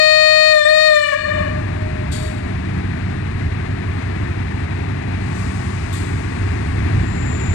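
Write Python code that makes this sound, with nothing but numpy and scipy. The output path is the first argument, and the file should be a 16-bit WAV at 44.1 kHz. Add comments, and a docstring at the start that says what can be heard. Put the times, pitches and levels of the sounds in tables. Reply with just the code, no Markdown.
"""A loud air horn, already sounding, goes flat twice, breaks off and rings on under a station roof.
The recorder's gain, held down by the horn, recovers; a sixteen-cylinder diesel-electric locomotive throbs
through, rolling slowly nearer, and begins to speed up. An air valve spits three times, once faintly; air
leaks; a thin whine sets in. Horn: summed partials. Engine: filtered pulses and noise, with gear tones.
Air: shaped noise and breathy tones. Whine: narrow noise bands."""
import sys
import numpy as np
from scipy import signal
from scipy.fft import rfft, irfft, next_fast_len
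from scipy.io import wavfile
from scipy.ndimage import uniform_filter1d, minimum_filter1d, map_coordinates

SR = 44100
rng = np.random.default_rng(int(sys.argv[2]) if len(sys.argv) > 2 else 0)


def wav_out(sig):
    """Save sig, one row per channel (or a flat mono array), as 16-bit PCM at SR to the path in sys.argv[1]."""
    wavfile.write(sys.argv[1], SR, np.round(np.clip(np.atleast_2d(sig).T, -1, 1) * 32767).astype(np.int16))


N = 332514
TIME = np.arange(N) / SR

# Table levels are relative; the functions apply further gains.
# roof reverberation: hz, t60_s
ROOF_T60 = [(620, 0.74), (1200, 1), (2000, 0.9), (4300, 0.6), (8000, 0.41), (14000, 0.2)]
# right microphone against the left: hz, gain_db, lag_ms
RIGHT_MIC = [(49.4, 1, .4), (94, 0.4, 0.52), (203, 1, 0.68), (304, -1.5, 0.91), (356, -0.5, 0.73),
             (596, -6, 0.75), (663, -12, 0.49), (1260, -9, 0.76), (2030, -16.5, 0.62), (3020, -19.5, 0.66),
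             (5030, -22, 0.55), (8250, -28.5, 0.68), (11700, -34, 0.073)]

# valve outlet noise: hz, level_db_per_hz
SPIT_HISS = [(1500, -86), (2600, -78), (3400, -66.5), (4500, -68.5), (5600, -79), (7000, -67.5),
             (8200, -67), (9500, -72.5), (11000, -81.5), (13000, -86), (14500, -100)]
# valve spits: start_s, level_db, opening_s, hold_s, t60_s, pipe_ring_db, chirp_db
SPITS = [(2.113, -0.5, 0.009, 0.064, 0.7, 5, -9), (5.33, -13, .06, .07, .5, -14, -20),
         (5.925, -2.5, 0.004, 0.036, 0.77, -11, 0.5)]
# outlet pipe resonances: hz, gain_db
PIPE_RINGS = [(3470, -51), (3810, -43), (4530, -41), (5480, -50)]
# valve seat chirp as it snaps open: hz, gain_db, width_hz
SEAT_CHIRP = [(3540, -27, 330), (7200, -37, 800), (11300, -37, 600)]
# air leak noise: hz, level_db_per_hz
LEAK_HISS = [(2000, -82), (3400, -85), (4500, -78.5), (5600, -81.5), (7000, -80), (8200, -82.5),
             (9500, -86.5), (11000, -99), (13000, -103), (14500, -105)]
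# faint leak whistles: hz, gain_db
LEAK_WHISTLES = [(1130, -38), (8000, -52.5), (9600, -54)]

# cylinders in firing order: strength_db, manifold_lag_ms
CYLINDERS = [(-0.2, 3.9), (2.3, -0.2), (-4.3, 5.1), (1.5, 3.8), (1.0, -1.4), (0.3, 1.0), (2.1, 3.9),
             (-7.1, 3.4), (1.2, 5.9), (1.6, -0.7), (-15.0, 4.5), (-16.2, 5.7), (0.4, 3.8), (-8.3, 3.6),
             (-3.3, 0.5), (0.0, 4.1)]
# spectrum of one exhaust pulse: hz, gain_db
EXHAUST_PULSE = [(12.0, -70), (25.0, -48), (47.0, -35), (75.0, -30), (95.0, -17), (125.0, -30),
                 (160.0, -33.5), (210.0, -50), (280.0, -50), (400.0, -55), (700, -79)]
# turbulent exhaust gas: hz, level_db_per_hz
EXHAUST_GAS = [(12, -78), (25, -63), (45, -48), (60, -51.5), (75, -43.5), (100, -49.5), (140, -50.5),
               (200, -56), (300, -61), (500, -74)]
# fans, gears and engine casing: hz, level_db_per_hz
MACHINERY = [(120, -56.5), (250, -52), (350, -54), (430, -60), (520, -65), (650, -60.5), (900, -59.5),
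             (1300, -65.5), (1850, -59), (2500, -63.5), (3100, -75), (4000, -74), (5300, -83.5),
             (9300, -87.5), (10500, -99), (14000, -116)]
# gear train tones: multiple_of_firing_rate, level_db
GEARS = [(4.315, -46.5), (3.0, -50.5)]
# deepest rumble: time_s, gain_db
DEEP_RUMBLE = [(0, -12), (1.7, 0), (2.7, 0.5), (4.2, -4), (4.9, -6.5), (5.6, -4), (6.4, -2.5), (7.5, -2)]
# exhaust surges: peak_s, level_db, half_length_s
SURGES = [(1.613, 0.5, 0.25), (4.204, 2, 0.048), (6.442, 3.5, 0.057), (6.912, 4, 0.16)]
# booms at the octave of the firing rate: peak_s, level_db, half_length_s
BOOMS = [(1.388, -33, 0.11), (2.813, -30, 0.52), (5.454, -31.5, 0.39)]

# horn partials at full pressure: multiple, level_db
HORN_PARTIALS = [(1, -13), (2, -26.5), (3, -16.3), (4, -17.5), (5, -30), (6, -26), (7, -17), (8, -33),
                 (9, -43), (10, -48), (11, -39), (12, -40.5), (13, -50), (14, -47), (15, -47), (16, -52),
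                 (17, -54), (18, -60), (19, -63), (20, -59), (21, -70), (22, -68), (23, -64)]
# timbre change at low pressure: hz, change_db
HORN_SLACK = [(620, 2), (1240, 2), (1860, 1), (2480, -11), (3100, -12), (3720, 0), (4340, -10.5),
              (5000, -10), (5600, 0), (6200, -3), (6820, -13), (7440, -3), (8060, 8), (8680, -14),
              (9300, -2), (11000, -3), (14000, 4)]
# timbre change as the reed stalls: hz, change_db
HORN_STALL = [(620, 6.5), (1240, 11.5), (1860, 4), (2480, 20), (3100, 29), (3720, -2), (4340, 1), (5600, 4),
              (7500, 9), (14000, 9.5)]
# air rushing through the horn: hz, level_db_per_hz
HORN_AIR = [(300, -99), (700, -71), (1300, -73.5), (2000, -65), (3300, -72.5), (4300, -71), (6000, -74.5),
            (8000, -73), (9500, -83.5), (10500, -102), (14000, -107)]
# spells of throttled horn air: start_s, end_s
THROTTLED = [(0.508, .648), (.863, 1.2)]
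# horn returned by distant buildings: delay_s, level_db, loss_db_per_octave
FAR_ECHOES = [(.64, -42, 4), (1.12, -52, 12), (1.46, -45, 14)]

WHINE_START_S, WHINE_ATTACK_S, WHINE_DB = 6.95, 0.43, -32.5
WHINE_HZ, WHINE_FALL_HZ_PER_S = 7370, 480

RING_T60_S = 0.95
CHIRP_PEAK_S, CHIRP_HALF_LENGTH_S = 0.012, 0.013  # peak is after valve opening
LEAK_START_S, LEAK_ATTACK_S, LEAK_DB, LEAK_FADE_DB_PER_S = 5.11, 0.29, 2.5, 5

# engine: firings per s, then their steady increase
IDLE_FIRINGS_PER_S, SPEED_UP_START_S, SPEED_UP_FIRINGS_PER_S2 = 94.16, 6.38, 6.8
# growth while nearing, and per extra firing per s
EXHAUST_DB, EXHAUST_NEARING_DB_PER_S, EXHAUST_DB_PER_RATE = -0.46, 0.018, 0.62
MACHINERY_DB, MACHINERY_NEARING_DB_PER_S, MACHINERY_DB_PER_RATE = -1.72, 0.2, 0.21
# share of a surge in the machinery; extra share in the deepest rumble
SURGE_MACHINERY_SHARE, SURGE_DEEP_SHARE = 0.28, 1.2

HORN_HZ, HORN_DB, UNDERTONE_DB = 620.1, 21.5, -56.5
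# throttled air: pitch sinks ever more slowly, then springs back
SAG_LIMIT_HZ, DRAIN_S, REFILL_S = 97, 0.45, 0.032
WEAK_BELOW_SAG_HZ, WEAK_DB_PER_HZ = 20.5, 1.13  # the reed weakens beyond this flatness
STALL_S, STALL_LENGTH_S = 0.943, 0.11
# last break: pitch drops, partials near one pitch yelp, the horn stops
BREAK_S, BREAK_RISE_S, BREAK_DROP_HZ = 1.114, 0.017, 18.4
YELP_DB, YELP_HZ, YELP_FALL_DB_PER_OCTAVE = 21.5, 1520, 32
STOP_S, STOP_DB_PER_S = 1.143, 898
# flutter at low pressure; depth is full from the given multiple up
FLUTTER_DB, FLUTTER_PER_S, FLUTTER_FULL_MULTIPLE = 5, 22, 9
# ragged station wall
WALL_DELAY_S, WALL_DB, WALL_T60_S, WALL_LOSS_DB_PER_OCTAVE = 0.27, -23, 0.36, 2.5

CUTOFF_HZ = 15000


def from_db(db):
    """Decibels to amplitude gain."""
    return 10 ** (np.asarray(db) / 20)


def at_hz(points, hz, axis=1):
    """Interpolate a table column on a log-frequency axis."""
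    points = np.array(points)
    return np.interp(np.log(np.maximum(hz, 1)), np.log(points[:, 0]), points[:, axis])


def ramp(start_s, length_s, t=TIME):
    """Straight rise from 0 to 1."""
    return np.clip((t - start_s) / length_s, 0, 1)


def swell(peak_s, half_length_s):
    """Gaussian bump of height 1."""
    return np.exp(-((TIME - peak_s) / half_length_s) ** 2)


def coloured(x, spectrum):
    """Filter by a spectrum that falls 24 dB per octave further beyond its ends."""
    size = next_fast_len(len(x) + 8192)
    hz = np.maximum(np.arange(size // 2 + 1) * SR / size, 1)
    ends = np.minimum(1, np.minimum(hz / spectrum[0][0], spectrum[-1][0] / hz)) ** 4
    gain = from_db(at_hz(spectrum, hz)) * ends
    return irfft(rfft(x, size) * gain, size)[:len(x)]


def noise(spectrum):
    """Gaussian noise shaped to the given level per Hz."""
    return coloured(rng.standard_normal(N) * np.sqrt(SR / 2), spectrum)


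def drift(rate_per_s, size=N):
    """Smooth random curve of spread 1, splined through two knots per cycle of the rate."""
    knots = rng.standard_normal(int(size / SR * 2 * rate_per_s) + 4)
    position = np.arange(size) / SR * 2 * rate_per_s
    slow = map_coordinates(knots, [position], order=3, mode="nearest")
    return slow / slow.std()


def narrow_tone(hz, width_hz):
    """Breathy tone: a carrier with wandering strength and phase, rms about 0.71."""
    phase = 2 * np.pi * np.cumsum(hz * np.ones(N)) / SR
    in_phase = drift(width_hz / 2) * np.cos(phase)
    quadrature = drift(width_hz / 2) * np.sin(phase)
    return (in_phase + quadrature) / np.sqrt(2)


def roof_echo(tone, hz, first_s=0.013):
    """Dense decaying reflections under the roof, as a unit-energy noise response."""
    t = np.arange(2 * SR) / SR
    decay = from_db(-60 * t / at_hz(ROOF_T60, hz))
    response = rng.standard_normal(len(t)) * decay * (t > first_s)
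    return signal.fftconvolve(tone, response / np.linalg.norm(response))[:len(tone)]


def wall_echo(tone):
    """Late, smeared cluster of wall reflections that swells and dies, unit energy."""
    t = np.arange(SR // 2) / SR
    response = rng.standard_normal(len(t)) * t * from_db(-60 * t / WALL_T60_S)
    response = np.pad(response / np.linalg.norm(response), (int(WALL_DELAY_S * SR), 0))
    return signal.fftconvolve(tone, response)[:len(tone)]


def whine(width_hz=420, skirt_hz=850, skirt_db=-5):
    """Narrow hiss band with soft skirts; swells, then slides down as the locomotive nears."""
    hz = WHINE_HZ - WHINE_FALL_HZ_PER_S * np.maximum(TIME - WHINE_START_S, 0)
    band = narrow_tone(hz, width_hz) + from_db(skirt_db) * narrow_tone(hz, skirt_hz)
    return from_db(WHINE_DB) * ramp(WHINE_START_S, WHINE_ATTACK_S) * band


def valve_spits(sputter_db=1.0, ring_width_hz=150):
    """A valve snaps open with a chirp, blows briefly and runs empty while its outlet pipe rings on."""
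    blast, ringing, snap = 0, 0, 0
    for start_s, level_db, opening_s, hold_s, t60_s, ring_db, chirp_db in SPITS:
        opened = from_db(level_db) * ramp(start_s, opening_s)
        emptying_s = np.maximum(TIME - start_s - hold_s, 0)
        blast = blast + opened * from_db(-60 * emptying_s / t60_s)
        ringing = ringing + opened * from_db(ring_db - 60 * emptying_s / RING_T60_S)
        click = swell(start_s + CHIRP_PEAK_S, CHIRP_HALF_LENGTH_S)
        snap = snap + opened * from_db(chirp_db) * click
    rings = sum(from_db(db) * narrow_tone(hz, ring_width_hz) for hz, db in PIPE_RINGS)
    chirp = sum(from_db(db) * narrow_tone(hz, width_hz) for hz, db, width_hz in SEAT_CHIRP)
    sputter = from_db(sputter_db * drift(30))
    return sputter * (blast * noise(SPIT_HISS) + ringing * rings) + snap * chirp


def air_leak(whistle_width_hz=110):
    """Leaking air hisses and whistles faintly, opening and then losing pressure."""
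    whistles = sum(from_db(db) * narrow_tone(hz, whistle_width_hz) for hz, db in LEAK_WHISTLES)
    fading_s = np.maximum(TIME - LEAK_START_S - LEAK_ATTACK_S, 0)
    flow = ramp(LEAK_START_S, LEAK_ATTACK_S) * from_db(LEAK_DB - LEAK_FADE_DB_PER_S * fading_s)
    return flow * (noise(LEAK_HISS) + whistles)


def firing_pulses(firings, rate_per_s, uneven_db=1.18, jitter_s=0.00027):
    """One impulse per firing, uneven by cylinder and chance; also firing samples and strengths."""
    at = np.flatnonzero(np.diff(np.floor(firings)))
    number = np.arange(1, len(at) + 1)
    strength_db, lag_ms = np.array(CYLINDERS)[number % len(CYLINDERS)].T
    chance = rng.standard_normal((len(at), 2))
    delay_s = lag_ms / 1000 + jitter_s * chance[:, 0]
    when = np.clip(at + (SR * delay_s).astype(int), 0, N - 1)
    pulses = np.zeros(N)
    # dividing by the rate keeps the mean flow steady
    pulses[when] = from_db(strength_db + uneven_db * chance[:, 1]) * SR / rate_per_s[at]
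    return pulses, at, strength_db


def engine(gas_throb=0.092, casing_flutter_db=0.51, start_firings=0.3, deep_hz=52):
    """Exhaust pulses lope with weak and strong cylinders, over gas and machinery noise and gear tones."""
    extra_rate = SPEED_UP_FIRINGS_PER_S2 * np.maximum(TIME - SPEED_UP_START_S, 0)
    rate_per_s = IDLE_FIRINGS_PER_S + extra_rate
    firings = np.cumsum(rate_per_s) / SR + start_firings
    surge_db = sum(db * swell(peak_s, half_s) for peak_s, db, half_s in SURGES)
    exhaust_db = EXHAUST_DB + EXHAUST_NEARING_DB_PER_S * TIME
    exhaust_db = exhaust_db + EXHAUST_DB_PER_RATE * extra_rate + surge_db
    machinery_db = MACHINERY_DB + MACHINERY_NEARING_DB_PER_S * TIME
    machinery_db = machinery_db + MACHINERY_DB_PER_RATE * extra_rate + SURGE_MACHINERY_SHARE * surge_db
    deep_db = np.interp(TIME, *np.transpose(DEEP_RUMBLE)) + SURGE_DEEP_SHARE * surge_db

    pulses, at, strength_db = firing_pulses(firings, rate_per_s)
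    gas = noise(EXHAUST_GAS) * from_db(gas_throb * np.interp(TIME, at / SR, strength_db))
    exhaust = coloured(pulses, EXHAUST_PULSE) + gas
    # as the stack moves, reflections favour or cancel the deepest rumble and the firing octave
    deep = signal.sosfiltfilt(signal.butter(3, deep_hz, fs=SR, output="sos"), exhaust)
    exhaust = exhaust + (from_db(deep_db) - 1) * deep
    boom_gain = sum(from_db(db) * swell(peak_s, half_s) for peak_s, db, half_s in BOOMS)
    boom = boom_gain * np.sqrt(2) * np.sin(2 * np.pi * 2 * firings)

    casing = noise(MACHINERY) * from_db(casing_flutter_db * drift(25))
    gears = 0
    for multiple, level_db in GEARS:
        tone = np.sqrt(2) * np.sin(2 * np.pi * multiple * firings)
        gears = gears + from_db(level_db + 2.2 * drift(3.4)) * tone
    return from_db(exhaust_db) * exhaust + boom + from_db(machinery_db) * (casing + gears)


def horn_sag_hz(t):
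    """Flatness of the horn: exponential drain while throttled, quick refill after."""
    sag_hz = 0
    for start_s, end_s in THROTTLED:
        drained = 1 - np.exp(-np.clip(t - start_s, 0, end_s - start_s) / DRAIN_S)
        refill = np.exp(-np.maximum(t - end_s, 0) / REFILL_S)
        sag_hz = sag_hz + SAG_LIMIT_HZ * drained * refill
    return sag_hz


def horn(roof_db=-6.5, slack_hz=31.3, slack_curve=0.28, far_waver_db=-2.5, waver=0.00008,
         air_db=-2, air_slack_db=-6, air_roof_db=-6):
    """Reed horn: as air pressure sags it goes flat and loses its edge; roof, wall and buildings echo it."""
    t = np.arange(-SR, 3 * SR) / SR  # starts 1 s early so the echoes are already ringing
    sag_hz = horn_sag_hz(t)
    stall = ramp(STALL_S, STALL_LENGTH_S, t)
    breaking = ramp(BREAK_S, BREAK_RISE_S, t)
    pitch_hz = HORN_HZ - sag_hz - BREAK_DROP_HZ * breaking
    flow_db = HORN_DB - STOP_DB_PER_S * np.maximum(t - STOP_S, 0)
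    blow_db = flow_db - WEAK_DB_PER_HZ * np.maximum(sag_hz - WEAK_BELOW_SAG_HZ, 0)
    slack = np.clip(sag_hz / slack_hz, 0, 1.3) ** slack_curve
    slack = uniform_filter1d(slack, size=1500, origin=500)  # timbre lags pitch slightly
    phase = 2 * np.pi * np.cumsum(pitch_hz * (1 + waver * drift(9.44, len(t)))) / SR
    # undertone at 1.5 times the pitch
    out = np.sqrt(2) * from_db(blow_db + UNDERTONE_DB) * np.cos(phase + phase / 2)
    far_gain = from_db(far_waver_db * drift(5.1, len(t)))

    for k, level_db in HORN_PARTIALS:
        hz = k * HORN_HZ
        octaves = np.log2(k)
        # the flared bell delays each partial differently, rounding the wave's peaks
        wave = np.exp(1j * (k * phase + 0.55 * k * k + 0.4))
        yelp_db = max(YELP_DB - YELP_FALL_DB_PER_OCTAVE * abs(np.log2(hz / YELP_HZ)), 0)
        flutter_depth_db = FLUTTER_DB * min(k / FLUTTER_FULL_MULTIPLE, 1) ** 2
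        flutter_db = flutter_depth_db * drift(FLUTTER_PER_S, len(t))
        partial_db = blow_db + level_db + slack * (at_hz(HORN_SLACK, hz) + flutter_db)
        partial_db = partial_db + stall * at_hz(HORN_STALL, hz) + breaking * yelp_db
        direct = from_db(partial_db) * wave
        wall_gain = from_db(WALL_DB - WALL_LOSS_DB_PER_OCTAVE * octaves)
        echo = from_db(roof_db) * roof_echo(direct, hz) + wall_gain * wall_echo(direct)
        # on the held note the echo is a quarter cycle off; it beats once the pitch bends
        echo = echo * -1j * np.exp(-1j * np.angle(echo[SR] / direct[SR]))
        far = 0
        for delay_s, far_db, loss_db in FAR_ECHOES:
            delayed = np.interp(t - delay_s, t, direct.real, left=0)
            far = far + from_db(far_db - loss_db * octaves) * delayed
        out = out + np.sqrt(2) * ((direct + echo).real + far_gain * far)

    air_flow_db = np.interp(TIME, t, flow_db + air_slack_db * slack) + air_db
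    air = from_db(air_flow_db) * noise(HORN_AIR)
    tones = np.pad(out[SR:], (0, N - len(out) + SR))
    return tones + air + from_db(air_roof_db) * roof_echo(air, HORN_HZ)


def scene():
    """Sum the locomotive's sources; the right microphone gets them muffled and late."""
    left = whine() + valve_spits() + air_leak() + engine() + horn()
    size = next_fast_len(N + SR)
    hz = np.arange(size // 2 + 1) * SR / size
    lag_s = at_hz(RIGHT_MIC, hz, axis=2) / 1000
    response = from_db(at_hz(RIGHT_MIC, hz)) * np.exp(-2j * np.pi * hz * lag_s)
    right = irfft(rfft(left, size) * response, size)[:N]
    return np.array([left, right])


def record(dry, ceiling_db=-7.0, release_db_per_s=53, hold_s=0.046):
    """Gain control from the left level: cut above a ceiling, hold, recover; round peaks, cut the top."""
    level_db = 10 * np.log10(uniform_filter1d(dry[0] ** 2, size=900) + 1e-12)
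    excess_db = np.maximum(level_db - ceiling_db, 0)
    half_hold = max(int(hold_s * SR / 2), 1)
    # running maximum over the past hold time
    held_db = -minimum_filter1d(-excess_db, 2 * half_hold + 1, origin=half_hold)
    release_db = release_db_per_s * TIME
    cut_db = np.maximum.accumulate(held_db + release_db) - release_db
    out = dry * from_db(-uniform_filter1d(cut_db, size=600))
    out = out / (1 + (out / 0.99) ** 40) ** (1 / 40)
    top_cut = signal.firwin(numtaps=301, cutoff=CUTOFF_HZ, window=("kaiser", 9), fs=SR)
    return signal.fftconvolve(out, top_cut[None], mode="same")


dry = scene()
out = record(dry)
wav_out(out)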